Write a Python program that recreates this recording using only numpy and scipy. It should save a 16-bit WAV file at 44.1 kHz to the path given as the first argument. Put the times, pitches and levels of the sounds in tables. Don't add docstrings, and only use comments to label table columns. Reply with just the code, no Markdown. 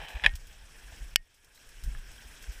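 import sys
import numpy as np
from scipy import signal
from scipy.io import wavfile
from scipy.ndimage import uniform_filter1d, minimum_filter1d

SR = 44100
rng = np.random.default_rng(int(sys.argv[2]) if len(sys.argv) > 2 else 0)


def wav_record(signal):
    frames = np.transpose(np.atleast_2d(signal))
    bounded = np.clip(frames, -1, 1)
    quanta = np.round(bounded * 32767).astype(np.int16)
    wavfile.write(sys.argv[1], SR, quanta)


def ratio(d):
    e = np.asarray(d, float) / 20
    return 10 ** e


N = 114660


def rms_one(x):
    return x / np.sqrt(np.mean(x ** 2) + 1e-20)


def in_time(rows):
    return np.interp(np.arange(N) / SR, *np.transpose(rows))


def drift(rate_hz):
    r = np.exp(-80 * np.pi * rate_hz / SR)
    slow = signal.lfilter([1], [1, -2 * r, r * r], rng.standard_normal(N // 40 + 2002))[2000:]
    return np.interp(np.arange(N) / 40, np.arange(len(slow)), rms_one(slow))


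def butter(x, order, hz, kind="low"):
    return signal.sosfilt(signal.butter(order, hz, kind, fs=SR, output="sos"), x)


def ring(clicks, hz, t60):
    r = ratio(-60 / (t60 * SR))
    w = 2 * np.pi * hz / SR
    return signal.lfilter([0, np.sin(w)], [1, -2 * r * np.cos(w), r * r], clicks + 1e-18)


def grains(per_s, spread_db):
    sizes = ratio(spread_db * np.minimum(rng.exponential(1, N), 5))
    sizes = sizes * rng.choice([-1, 1], N)
    return rms_one(sizes * (rng.random(N) < per_s / SR))


# (frequency [Hz], width [Hz], lift [dB])
CAVITIES = [(1590, 200, 8), (2440, 670, 4), (3250, 330, 7), (5400, 650, 10), (6600, 400, 2), (8050, 600, 7)]


def housing(x):
    for hz, width, lift_db in CAVITIES:
        r = np.exp(-np.pi * width / SR)
        poles = [1, -2 * r * np.cos(2 * np.pi * hz / SR), r * r]
        peak = signal.lfilter([1, 0, -1], poles, x) * (1 - r * r) / 2
        x = x + (ratio(lift_db) - 1) * peak
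    return x


# (time [s], level [dB])
RUSTLE = [(0, -57), (.3, -58), (.5, -57.5), (.62, -58.5), (.8, -54.5), (1.0, -54), (1.14, -58.5),
          (1.3, -53), (1.5, -52.5), (1.6, -51.5), (1.8, -54.5), (2.0, -56), (2.2, -54), (2.4, -54),
          (2.6, -54)]
# (frequency [Hz], density [dB per Hz])
RUSTLE_TILT = [(150, -2), (400, -2), (1100, -6.5), (2000, -3), (4300, -12), (8000, -12), (12500, -11),
               (15000, -22)]


def rustle():
    crackle_share = 0.34
    together = drift(30)
    crackle = grains(2800 * ratio(4.3 * drift(25)), -0.5)
    hiss = rng.standard_normal((2, N))
    white = np.sqrt(1 - crackle_share) * hiss + np.sqrt(crackle_share) * crackle
    hz_at, db_at = np.transpose(RUSTLE_TILT)
    edges = 90 * 2 ** np.arange(0, 7.7, .5)
    out = 0
    for k, (low, high) in enumerate(zip(edges, edges[1:])):
        band = butter(white[k % 2], 2, [low, high], "band")
        tilt_db = np.interp(np.log(low * high) / 2, np.log(hz_at), db_at)
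        out = out + band * ratio(tilt_db + 0.64 * together + 1.8 * drift(25))
    return ratio(in_time(RUSTLE)) * rms_one(housing(out))


# (time [s], level [dB])
DRAG = [
    (0, -43),
    (.08, -46),
    (.17, -46),
    (.215, -51),
    (.235, -43),
    (.25, -27),
    (.259, -34.5),
    (.275, -37),
    (.3, -59.5),
    (.33, -68),
]
# (frequency [Hz], struck on side [dB], struck on front [dB], t60 [s])
SHELL = [(540, -25, -45, 0.0091), (850, -22, -36, 0.015), (1720, -3.5, -9, 0.019), (2540, -3, -4, 0.0086),
         (3057, -11.5, 0, 0.015), (3330, -5, -4, 0.0074), (4100, -21, -22, .01), (4650, -30, -4, 0.0078),
         (5500, -26, -3, 0.005), (6560, -30, -10, 0.0048), (7700, -38, -7, 0.004),
         (8530, -37.5, -11, 0.0044), (11040, -25.5, -2, 0.002), (13100, -45, -13, 0.003)]
DRAG_GRIP = [-7, -5.5, -6, -3.5, -8, -8, -17, -25, -16.5]


def drag():
    slips = grains(2200 * ratio(3.5 * drift(65)), -0.5)
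    body = 0
    for k, ((hz, _, _, t60), db) in enumerate(zip(SHELL, DRAG_GRIP)):
        body = body + ratio(db) * (-1) ** k * ring(slips, hz, t60 * .8)
    return ratio(in_time(DRAG)) * rms_one(body)


# (time [s], peak [dB], pitch [Hz], length [swings])
JOLTS = [(.016, -42, 38, 1.5), (.162, -28, 50, .9), (.235, -38, 50, 1.1), (.270, -28, 42, 1.0),
         (.297, -29, 30, 1.1), (.343, -29, 55, .8), (1.845, -29, 42, .8), (1.880, -23, 40, 1.1),
         (1.923, -31, 36, 1.2), (1.978, -32, 24, 1.1), (2.497, -29, 48, .9), (.035, -52, 150, 3.0),
         (.258, -42, 160, 3.0), (.376, -39, 30, 1.1), (.44, -41, 26, 1.1), (.86, -45, 40, 1.1),
         (.93, -46, 70, 1.1), (1.025, -32, 42, 1.2), (1.07, -39, 32, 1.1), (1.14, -40, 30, 1.1),
         (1.1597, -12, 300, .15), (1.2, -29, 25, 1.1), (1.775, -40, 30, 1.1), (2.045, -43, 35, 1.1),
         (2.095, -44, 35, 1.1), (2.262, -40, 45, .9), (2.44, -45, 30, 1.1), (2.575, -45, 35, 1.1)]
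# (time [s], level [dB])
RUMBLE = [
    (0, -56),
    (.3, -54),
    (.6, -54),
    (.9, -52),
    (1.2, -52),
    (1.4, -56),
    (1.7, -54),
    (2.1, -53),
    (2.35, -56),
    (2.6, -53),
]


def handling():
    t = np.arange(N) / SR
    rumble = rms_one(butter(rng.standard_normal(N + SR), 2, [9.2, 48.6], "band")[SR:])
    judder = rms_one(butter(rng.standard_normal(N + SR), 2, [60, 146], "band")[SR:])
    out = ratio(in_time(RUMBLE) + 2.5 * drift(4.8)) * rumble
    for s, db, hz, turns in JOLTS:
        swing = np.cos(2 * np.pi * hz * (t - s)) + ratio(-24.5) * judder
        out += ratio(db) * swing * np.exp(-2 * ((t - s) * hz / turns) ** 2)
    return out


# (frequency [Hz], struck on side [dB], struck on front [dB], t60 [s])
WINDOW = [(1863, -37, -40, .2), (2180, -21, -36, .09), (2930, -36, -30, .04), (4560, -55, -36, .048),
          (5265, -50, -30, .03), (2560, -40, -35, .05)]
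# (time [s], peak [dB], place [0 side-1 front], hardness [Hz])
STRIKES = [(0.036, -38.5, 0.22, 9000), (0.071, -47, 0.97, 4000), (0.085, -31, 0.57, 9700),
           (0.197, -31, 0.012, 2537), (0.2227, -40.5, 0.012, 3000), (.2378, -21, 0.15, 9060),
           (.2392, -18, 0.12, 3920), (0.2428, -16.5, 0.063, 12000), (.2445, -16, .01, 3000),
           (.2465, -27, .01, 9060), (.2495, -18, 0.11, 12000), (.2512, -21, .01, 2460),
           (.2560, -30.5, 0.092, 6120), (.2623, -3.5, 0.022, 14950), (.2715, -27.5, .4, 11960),
           (.2735, -38, 1, 14000), (0.293, -35.5, 0.36, 9000), (.324, -58, 1, 12000),
           (0.3381, -39, .8, 12000), (.3538, -44, 0.79, 15000), (1.1593, 14.5, 1, 19000),
           (2.222, -45, .01, 885), (2.4413, -40.5, .01, 4000)]
# (time [s], peak [dB], place [0-1], hardness [Hz])
RECOILS = [
    (.26366, -6, .02, 3200),
]


def strikes():
    length, bounce, bounce_db = 8192, int(.00212 * SR), -13
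    out = np.zeros(N + length)
    modes = SHELL + WINDOW
    for n, (s, db, place, hard_hz) in enumerate(STRIKES + RECOILS):
        sound = np.zeros(length)
        sound[[0, bounce]] = ratio(-16 + place * (-3 + 16)) * ratio(np.array([0, bounce_db]))
        sound = butter(sound, 1, 1500, "high")
        for k, (hz, side_db, front_db, t60) in enumerate(modes):
            first_db, second_db = rng.normal(0, 1, 2)
            click = np.zeros(length)
            click[0] = ratio(first_db)
            click[bounce] = ratio(second_db + bounce_db)
            sign = (-1) ** (k * (place < .5))
            damped_t60 = t60 * (1 - .3 * place * (k < len(SHELL)))
            level = ratio(side_db + place * (front_db - side_db))
            sound = sound + sign * level * ring(click, hz, damped_t60)
        sound = butter(sound, 2, np.clip(hard_hz, 200, 19000))
        if place > .5:
            sound = butter(sound, 2, 2200, "high")
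        push = (-1) ** (n < len(STRIKES))
        start = int(s * SR)
        out[start:start + length] += push * ratio(db) * sound / np.abs(sound).max()
    return butter(out[:N] + 1e-18, 4, 13500)


# (time [s], peak [dB], pitch [Hz], t60 [s])
TICKS = [(.052, -41, 3000, 0.036), (.072, -40, 3034, 0.027), (.921, -47.5, 667, 0.039),
         (.922, -48.5, 880, .03), (1.548, -53, 895, .015), (1.558, -44, 3850, .015),
         (1.577, -46, 2010, .015), (1.576, -45, 4050, 0.024), (1.6, -44, 2600, .015),
         (1.673, -50, 5400, .012), (1.675, -49, 8100, .01), (1.783, -46, 2980, 0.022),
         (1.838, -50, 1550, 0.017), (1.949, -39, 1710, 0.032), (1.95, -46, 1250, .025),
         (1.9495, -50, 2900, .012), (2.181, -47.5, 3220, 0.032), (2.426, -52, 1970, .02),
         (2.53, -46, 2750, 0.016), (2.59, -51.5, 3020, .025)]


def ticks():
    length = 4096
    out = np.zeros(N + length)
    for s, db, hz, t60 in TICKS:
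        touch = np.zeros(length)
        touch[0] = ratio(db) * 4 * np.pi / 3 * hz / SR
        start = int(s * SR)
        out[start:start + length] += ring(ring(touch, hz, 3 / hz), hz, t60)
    return out[:N]


# (time [s], level [dB], length [s])
SWISHES = [(0.086, -53, 0.046), (0.3535, -42, .01), (0.469, -52.5, 0.014), (1.038, -63, .01),
           (1.342, -50, 0.027), (1.444, -44.5, 0.008), (1.546, -48.5, 0.034), (1.689, -46, 0.0086),
           (1.836, -43.5, 0.014), (2.026, -68, 0.014), (2.114, -52, 0.0074), (2.422, -49.5, 0.018),
           (2.519, -52, 0.031)]


def swishes():
    t = np.arange(N) / SR
    shape = np.zeros(N)
    for s, db, length in SWISHES:
        rise = np.clip((t - s) / .0015, 0, 1)
        shape += ratio(db) * rise * np.exp(-np.clip(t - s, 0, 1) / length)
    bright = butter(grains(12000.0, 1.5), 1, 3680, "high")
    return shape * rms_one(housing(bright))


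def scene():
    soft = rustle() + drag() + swishes()
    soft = signal.sosfilt(signal.ellip(8, .5, 60, 15250, fs=SR, output="sos"), soft)
    return (soft + handling() + strikes() + ticks())[None, :]


def band_limit(x):
    return signal.sosfilt(signal.butter(12, 16550, fs=SR, output="sos"), x)


def record(dry):
    ahead, hold = int(.016 * SR), int(.2 * SR)
    over_db = np.maximum(20 * np.log10(np.abs(dry[0]) + 1e-9), 0)
    padded = np.r_[np.zeros(hold), over_db, np.zeros(hold)]
    held = -minimum_filter1d(-padded, size=ahead + hold)
    held = held[hold + (ahead - hold) // 2:][:N]
    slope = 25 * np.arange(N) / SR
    duck_db = np.maximum.accumulate(held + slope) - slope
    duck_db = uniform_filter1d(duck_db, size=int(.0006 * SR) + 1)
    mix = dry * ratio(-duck_db)
    return band_limit(mix)


dry = scene()
out = record(dry)
wav_record(out)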